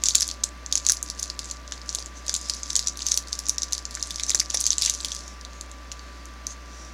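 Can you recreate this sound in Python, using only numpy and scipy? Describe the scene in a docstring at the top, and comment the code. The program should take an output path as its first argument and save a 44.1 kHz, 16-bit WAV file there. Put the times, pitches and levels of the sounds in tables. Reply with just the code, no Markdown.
"""Sharp snaps and crackles of plastic: fingers peel a chocolate bar's wrapper open, close by in a small room.
Big creases snap through one by one, each impulse exciting the damped modes of the facets beside it.
Every squeeze sets off lesser crackles and friction noise; the film slides, wide panels buckle and the
bar knocks softly. Mains hum, a thin electrical whine and quiet room noise lie underneath."""
import sys
import numpy as np
from scipy import signal
from scipy.fft import rfft, irfft
from scipy.io import wavfile
from scipy.ndimage import uniform_filter1d, minimum_filter1d

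SR = 44100
rng = np.random.default_rng(int(sys.argv[2]) if len(sys.argv) > 2 else 0)


def materialize(psi):
    """Save the field psi as 16-bit PCM at rate SR to the path in sys.argv[1].

    A 1-D psi becomes a single channel; in a 2-D psi each row is a channel.
    """
    bounded = np.clip(np.atleast_2d(psi).T, -1, 1)
    quanta = np.round(bounded * 32767).astype(np.int16)
    wavfile.write(sys.argv[1], SR, quanta)


N = 305613


def undb(db):
    """Amplitude ratio of a level in decibels."""
    return 10 ** (np.asarray(db) / 20)

def unit(x):
    """Normalisation to an rms of 1."""
    return x / np.sqrt(np.mean(x ** 2))

def gains(outline, size):
    """Magnitude response of a (frequency, level) outline, interpolated in log frequency."""
    hz, db = np.transpose(outline)
    return undb(np.interp(np.log(np.fft.rfftfreq(size, 1 / SR) + 1), np.log(hz), db))

def colour(x, outline):
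    """Zero-phase filtering: the spectrum is multiplied by the outline's gains."""
    return irfft(rfft(x) * gains(outline, len(x)), len(x))

def resonance(f, hz, width_hz):
    """Lorentzian peak of one damped mode, 1 at its centre."""
    return 1 / (1 + (2 * (f - hz) / width_hz) ** 2)

def impulse_response(gain):
    """Minimum phase: folding the cepstrum gives a causal click for each row of gains."""
    cepstrum = irfft(np.log(gain + 1e-9))
    half = cepstrum.shape[-1] // 2
    cepstrum[..., 1:half] *= 2
    cepstrum[..., half + 1:] = 0
    return irfft(np.exp(rfft(cepstrum)))

def place(times, levels_db, sounds):
    """Superposition of transients, each scaled to its rms level over the first 3 ms."""
    out = np.zeros(N + sounds.shape[1])
    onset_rms = np.sqrt(np.mean(sounds[:, :int(.003 * SR)] ** 2, axis=1))
    for s, sound in zip(times, sounds * (undb(levels_db) / onset_rms)[:, None]):
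        start = int(np.clip(s * SR, 0, N - 1))
        out[start:start + len(sound)] += sound
    return out[:N]


# Spectral envelope of the plastic film: (frequency [Hz], gain [dB])
FILM_SPECTRUM = [(300, -26.5), (1200, -24.5), (2400, -15), (2950, -14), (3700, -4.5), (4400, -3.5),
                 (4850, -3), (5300, -4), (6200, 0.5), (7500, -2.5), (8300, -11), (9700, -12.5),
                 (12000, -24), (16000, -40.5)]

def snaps(times, levels_db, hz, bright_db, size=2048, flutter_s=0.00095, scatter_s=0.017):
    """Impulse excitation: a crease rings two facets; bending waves flutter and the hands scatter them."""
    f, t = np.fft.rfftfreq(size, 1 / SR), np.arange(size) / SR
    # the facet across the crease has another size and rings more weakly
    other_hz = hz[:, None] * np.exp(0.17 * rng.standard_normal((len(times), 1)))
    facets = 0.4 + resonance(f, hz[:, None], width_hz=1150) + 0.33 * resonance(f, other_hz, width_hz=800)
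    # tighter creases snap faster and carry more treble; a brightness of -17 dB is neutral
    tilt_db = 0.9 * (np.minimum(bright_db[:, None], 0) + 17)
    treble = undb(tilt_db * np.clip((f - 7000) / 2600, 0, 1.2))
    clicks = impulse_response(gains(FILM_SPECTRUM, size) * facets * treble)
    # film and fingers keep moving, so every snap scatters in its own way
    decay = 0.2 * np.exp(-t / flutter_s) + 0.018 * np.exp(-t / scatter_s)
    rattle = rng.standard_normal((len(times), size)) * decay
    rattle[:, 0] = 1  # direct sound
    return place(times, levels_db, signal.fftconvolve(clicks, rattle, axes=1))


# Big creases giving way: (time [s], level [dB], facet frequency [Hz], brightness [dB])
CREASES = [(0.0377, -14, 6540, -8), (0.0575, -16, 8000, -26), (0.0857, -12, 5800, -14),
           (.1026, -26, 7100, -16), (.1077, -22.5, 4170, -25), (.1496, -17.5, 4100, -17),
           (.1532, -5.5, 6670, -9), (.1813, -23, 5400, -16), (0.2003, -24, 7100, -21),
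           (.2076, -17.5, 5500, -5.5), (0.2204, -18, 6000, -6), (.225, -18, 5130, -19),
           (0.2289, -17.5, 5460, -22), (0.2787, -25.5, 6400, 0), (.289, -26, 4240, -18),
           (0.301, -30, 3700, -19), (.3133, -25, 4700, -17), (0.4364, -22.5, 4370, -20),
           (.4392, -13.5, 8050, -12), (.6622, -26.5, 6470, -21), (0.7255, -15, 4900, -16),
           (0.7261, -17.5, 6550, -10), (0.7548, -12.5, 6600, -13), (0.7745, -21, 5060, -25),
           (.779, -22.5, 6900, -11), (.8658, -13, 6660, -9), (0.8879, -13, 6150, -11),
           (0.8969, -8, 5930, -11), (.903, -17, 5800, -4), (0.9204, -14, 5940, 0), (0.97, -28.5, 5860, -25),
           (1.0283, -20.5, 6770, 0), (1.1007, -23, 5330, -9.5), (1.197, -25.5, 6000, 6),
           (1.229, -20, 6900, -6.5), (1.3005, -23.5, 5000, -21), (1.3921, -23, 4500, -12),
           (1.512, -24, 6900, -15), (1.6778, -35.5, 4770, -19), (1.7221, -25, 3250, -21),
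           (1.8162, -36, 5040, -24), (1.892, -22, 5500, -24), (1.949, -18.5, 6650, -7.5),
           (1.9865, -27, 5040, -18), (2.06, -31, 7700, -17), (2.2815, -24.5, 6100, -21),
           (2.2948, -17.5, 4940, -16), (2.341, -17.5, 7100, -9), (2.3509, -21.5, 4970, -21),
           (2.364, -21, 7100, -8), (2.4976, -16.5, 4740, -17), (2.537, -25.5, 5000, -28),
           (2.6328, -23.5, 6360, -21), (2.7042, -20.5, 5700, -19), (2.7553, -13.5, 6300, -16),
           (2.7639, -13, 6500, -9.5), (2.793, -17, 5030, -12), (2.872, -16, 5860, -20),
           (2.8834, -19, 6300, -17), (2.973, -30, 5800, -3), (3.006, -31, 2940, -26),
           (3.02, -25, 4900, -29), (3.0664, -16.5, 6000, -12), (3.1183, -12, 6550, -14),
           (3.1417, -19.5, 5400, -11), (3.1751, -13.5, 5930, -6), (3.3296, -18.5, 5050, -13),
           (3.3909, -22.5, 5830, -3), (3.4666, -26.5, 5800, -26), (3.486, -23, 7510, -7),
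           (3.495, -12, 6030, -7), (3.5823, -18.5, 5600, -18), (3.6202, -20.5, 5900, -23),
           (3.6328, -19, 5900, -17), (3.7242, -23, 4200, -12), (3.7322, -16.5, 5900, -11),
           (3.78, -25.5, 5300, -12), (3.8535, -24, 5940, -23), (3.9094, -33, 4650, -6),
           (3.9518, -24, 6040, -12), (4.027, -18.5, 5650, -13), (4.1073, -25, 3500, -11.5),
           (4.159, -24.5, 5600, -11), (4.1972, -24.5, 4000, -20), (4.235, -18.5, 6500, -22),
           (4.2954, -16.5, 5360, -13), (4.3042, -15.5, 6260, -13), (4.316, -24, 3800, -13),
           (4.3475, -11.5, 6070, -8.5), (4.3548, -17.5, 6900, -15), (4.3979, -15, 6240, -23),
           (4.4018, -13, 5340, -11), (4.4592, -32.5, 5030, -20), (4.5026, -21, 6560, -14),
           (4.5445, -20.5, 5760, -3), (4.5723, -18, 6000, -28), (4.6051, -20.5, 8200, -1),
           (4.6115, -18.5, 6100, 0), (4.6407, -20, 6340, -17), (4.6558, -21, 6300, -25),
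           (4.666, -12, 6500, -13.5), (4.6748, -23, 6100, -20), (4.7052, -11, 6000, -17),
           (4.7308, -20, 4460, -16), (4.7826, -15.5, 7870, -22), (4.8147, -24, 5260, -17),
           (4.8216, -15, 5100, -6), (4.8333, -20.5, 3480, -24), (4.8502, -17.5, 5750, -13),
           (4.861, -15, 6260, -16), (4.8977, -14, 6050, -10), (4.939, -26, 6000, -11),
           (5.0474, -20, 3000, -14), (5.119, -26.5, 6000, -33), (5.149, -29, 5530, -6),
           (5.2794, -35, 6800, -12), (5.412, -36.5, 4300, -12), (5.45, -32, 4300, -19),
           (5.533, -42, 4970, -18), (5.611, -28, 8000, -12), (5.7152, -37.5, 7140, -7),
           (5.9172, -28.5, 2780, -42), (5.922, -32.5, 5800, -6), (5.994, -39, 4500, -28),
           (6.2559, -38, 6860, -5), (6.4682, -21.5, 6660, -10)]

def big_creases():
    """Snap-through instability: each crease releases its elastic energy in one sharp click."""
    return snaps(*np.transpose(CREASES))

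def after_snaps(work_db, wait_s=.006, load_share=0.51):
    """Load transfer: a big crease's neighbour gives way just after it, louder under a squeeze."""
    times, crease_db = np.transpose(CREASES)[:2]
    waits = wait_s * rng.uniform(0.55, 2, len(times))
    strength, pitch, bright = rng.standard_normal((len(times), 3)).T
    load_db = work_db[(times * SR).astype(int)]
    mean_db = crease_db + load_share * (load_db - crease_db) - 4
    levels_db = mean_db + 2 * np.clip(strength, -2, 2)
    return snaps(times + waits, levels_db, hz=5700 * np.exp(0.1 * pitch),
                 bright_db=-12 + 5 * bright, size=1024)


# The fingers squeezing or pulling the film: (start [s], hold [s], level [dB])
FINGER_SQUEEZES = [(.06, .19, -35), (.72, 0.095, -42.5), (.86, 0.049, -35.5), (1.07, 0.031, -43.5),
                   (1.19, 0.054, -39.5), (1.42, 0.085, -40.5), (1.73, 0.022, -43.5), (1.89, 0.12, -40.5),
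                   (2.28, 0.052, -38.5), (2.42, .16, -42), (2.67, .2, -38.5), (2.99, .06, -39.5),
                   (3.07, 0.051, -29.5), (3.28, .25, -43.5), (3.6, .03, -43), (3.73, .02, -38),
                   (3.94, .32, -40.5), (4.28, .11, -42), (4.52, .2, -36), (4.81, 0.081, -31.5),
                   (4.94, .23, -37.5)]

def finger_work(grip_s=0.024, release_s=0.05, resting_db=-62.5):
    """Driving envelope in dB: each squeeze builds exponentially, holds and relaxes to a faint stir."""
    t = np.arange(N) / SR
    work = np.full(N, undb(resting_db))
    for start, hold_s, db in FINGER_SQUEEZES:
        fade = np.maximum(start - t, 0) / grip_s + np.maximum(t - start - hold_s, 0) / release_s
        work = np.maximum(work, undb(db) * np.exp(-fade))
    return 20 * np.log10(work)

def crackle(drive_db, count, spread_db, hz, pitch_spread, bright_db):
    """Crackling noise: lesser creases give way at random, with amplitudes that follow the drive."""
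    times = (np.arange(count) + rng.random(count)) / count * (N - 1) / SR
    strength, pitch, bright = rng.standard_normal((count, 3)).T
    levels_db = drive_db[(times * SR).astype(int)] + spread_db * np.clip(strength, -2, 2)
    return snaps(times, levels_db, hz * np.exp(pitch_spread * pitch), bright_db + 4 * bright, size=512)

def rubbing(work_db, gain_db=-7, grain_db=3.5):
    """Friction noise: film shifting against skin and itself gives a fine, grainy hiss."""
    grains = rng.standard_normal(N) * undb(grain_db * rng.exponential(size=N))
    return unit(colour(grains, FILM_SPECTRUM)) * undb(work_db + gain_db)


# Sliding and rubbing strokes (the film sliding, its seam peeling, late on a finger rubbing and a sleeve
# brushing): (centre time [s], half length [s], level [dB], frequency [Hz])
SLIDE_STROKES = [(0.065, 0.01, -21.5, 5900), (0.12, 0.0063, -35, 4550), (2.179, 0.025, -44, 6050),
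                 (2.478, 0.18, -43, 5050), (4.289, 0.0086, -28, 6070), (4.548, 0.0056, -17, 5680),
                 (4.861, 0.054, -31, 2760), (5.272, 0.088, -48.5, 5550), (5.566, 0.052, -53, 6650),
                 (6.099, 0.22, -57.5, 4520), (6.513, 0.025, -39.5, 6460), (6.802, 0.11, -48, 5770)]

def slides(grain_db=2):
    """Stick-slip friction: a swell of tiny slips drives one resonance, heard through the colour of the film."""
    out = np.zeros(N)
    for centre, half_s, db, hz in SLIDE_STROKES:
        span = np.arange(max(0, int((centre - 2 * half_s) * SR)), min(N, int((centre + 2 * half_s) * SR)))
        size = len(span)
        slips = rng.standard_normal(size) * undb(grain_db * rng.exponential(size=size))
        patch = 0.33 + resonance(np.fft.rfftfreq(size, 1 / SR), hz, width_hz=480)
        hiss = unit(irfft(rfft(slips) * patch * gains(FILM_SPECTRUM, size), size))
        swell = np.exp(-((span / SR - centre) / half_s) ** 2)
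        out[span] += hiss * undb(db) * swell
    return out

def thuds(table, relative_width, scatter, scatter_s, gain_db, size=2048):
    """Heavy damping: an impulse excites one broad resonance, followed by a short scattered tail."""
    times, levels_db, hz = np.transpose(table)
    f, t = np.fft.rfftfreq(size, 1 / SR) + 1, np.arange(size) / SR
    detuning = f / hz[:, None] - hz[:, None] / f
    clicks = impulse_response(1 / (1 + (detuning / relative_width) ** 2))
    tail = scatter * rng.standard_normal((len(times), size)) * np.exp(-t / scatter_s)
    tail[:, 0] = 1  # direct sound
    return place(times, levels_db + gain_db, signal.fftconvolve(clicks, tail, axes=1))


# Wide panels of the wrapper giving way: (time [s], relative level [dB], frequency [Hz])
PANEL_BUCKLES = [(.1497, -39, 2220), (.221, -39, 1900), (.8965, -29.5, 1610), (1.7215, -40, 1640),
                 (2.296, -40, 1690), (3.1185, -39, 2030), (3.972, -38, 1640), (4.198, -36.5, 2300),
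                 (4.3045, -38, 2020), (4.3475, -34, 1750), (4.415, -36, 2000), (4.545, -38, 1990),
                 (4.822, -38, 2400), (4.878, -33, 2500)]

def panel_buckles():
    """Buckling: a wide panel pops at a lower frequency than the small facets."""
    return thuds(PANEL_BUCKLES, relative_width=0.46, scatter=0.023, scatter_s=0.013, gain_db=3.5)


# The bar knocking between the fingers: (time [s], relative level [dB], frequency [Hz])
BAR_KNOCKS = [(.897, -42, 850), (1.986, -42, 517), (2.29, -43, 560), (4.304, -40.5, 483),
              (4.3478, -33, 527), (4.5443, -31.5, 600)]

def bar_knocks():
    """Damped impact: the bar meets the fingers with a soft, low knock."""
    return thuds(BAR_KNOCKS, relative_width=1.0, scatter=0.02, scatter_s=0.0056, gain_db=0.5)

def room(x, tail_db=-14, t60_s=0.12, build_s=0.0074, echo_s=.0505, echo_db=-26):
    """Reverberation: wall reflections add a short, exponentially decaying tail and one faint echo."""
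    t = np.arange(SR // 2) / SR
    tail = colour(rng.standard_normal(len(t)), [(300, 2.5), (6500, 0.0), (10000, 0.5), (16000, 1.5)])
    tail *= np.exp(-np.log(1000) * t / t60_s) * np.clip(t / build_s, 0, 1)
    response = undb(tail_db) * tail / np.linalg.norm(tail)
    response[0] += 1
    response[int(echo_s * SR)] += undb(echo_db)
    return signal.fftconvolve(x, response)[:N]


# Partials of the mains hum and electrical whine: (frequency [Hz], rms level [dB])
HUM_PARTIALS = [(60, -42.5), (120, -64), (292.5, -65), (585, -65), (1003, -61.5), (1170.2, -52.5),
                (2675, -68)]

def hum():
    """Line spectrum: phase drift grows with frequency, so the hum is steady and the whine wavers a little."""
    t = np.arange(N) / SR
    knots = np.linspace(0, t[-1], num=40)
    out = np.zeros(N)
    for hz, db in HUM_PARTIALS:
        walk = np.cumsum(rng.standard_normal(len(knots)))
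        drift = np.interp(t, knots, walk) * hz / 8000
        out += np.sqrt(2) * undb(db) * np.sin(2 * np.pi * (hz * t + rng.random()) + drift)
    return out


# Spectrum of the room's background noise: (frequency [Hz], relative spectral density [dB])
ROOM_NOISE_SPECTRUM = [(25, -5), (100, -9), (190, 2.5), (310, 3), (420, -4.5), (600, 0), (800, -6.5),
                       (1700, -1.5), (2900, -9.5), (4500, -10), (6100, -11), (7800, -22), (11000, -27.5),
                       (16000, -33)]

def room_noise(rms_db=-47.5):
    """Stationary Gaussian noise: a soft, continuous spectrum that falls away in the treble."""
    return undb(rms_db) * unit(colour(rng.standard_normal(N), ROOM_NOISE_SPECTRUM))

def scene():
    """Superposition: the wrapper sounds in the room, over hum and room noise, in one channel."""
    work_db = finger_work()
    ticks = crackle(work_db + 8, count=220, spread_db=2.3, hz=5420, pitch_spread=0.21, bright_db=-15)
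    fine = crackle(work_db - 0.5, count=650, spread_db=1.5, hz=5900, pitch_spread=0.12, bright_db=-21)
    creases = big_creases() + after_snaps(work_db) + ticks + fine
    wrapper = creases + rubbing(work_db) + slides() + panel_buckles() + bar_knocks()
    noise = room_noise()
    return (room(wrapper) + hum() + noise)[None]

def record(dry, ceiling=1.0, window_s=.0007, cutoff_hz=15900):
    """Peak and band limiting: the gain dips at any peak over the ceiling; a low-pass cuts the top."""
    size = int(window_s * SR)
    needed = np.minimum(1, ceiling / (np.abs(dry) + 1e-9))
    gain = uniform_filter1d(minimum_filter1d(needed, size), size)
    lowpass = signal.ellip(8, .2, 70, cutoff_hz, fs=SR, output="sos")
    return signal.sosfilt(lowpass, dry * gain)


dry = scene()
out = record(dry)
materialize(out)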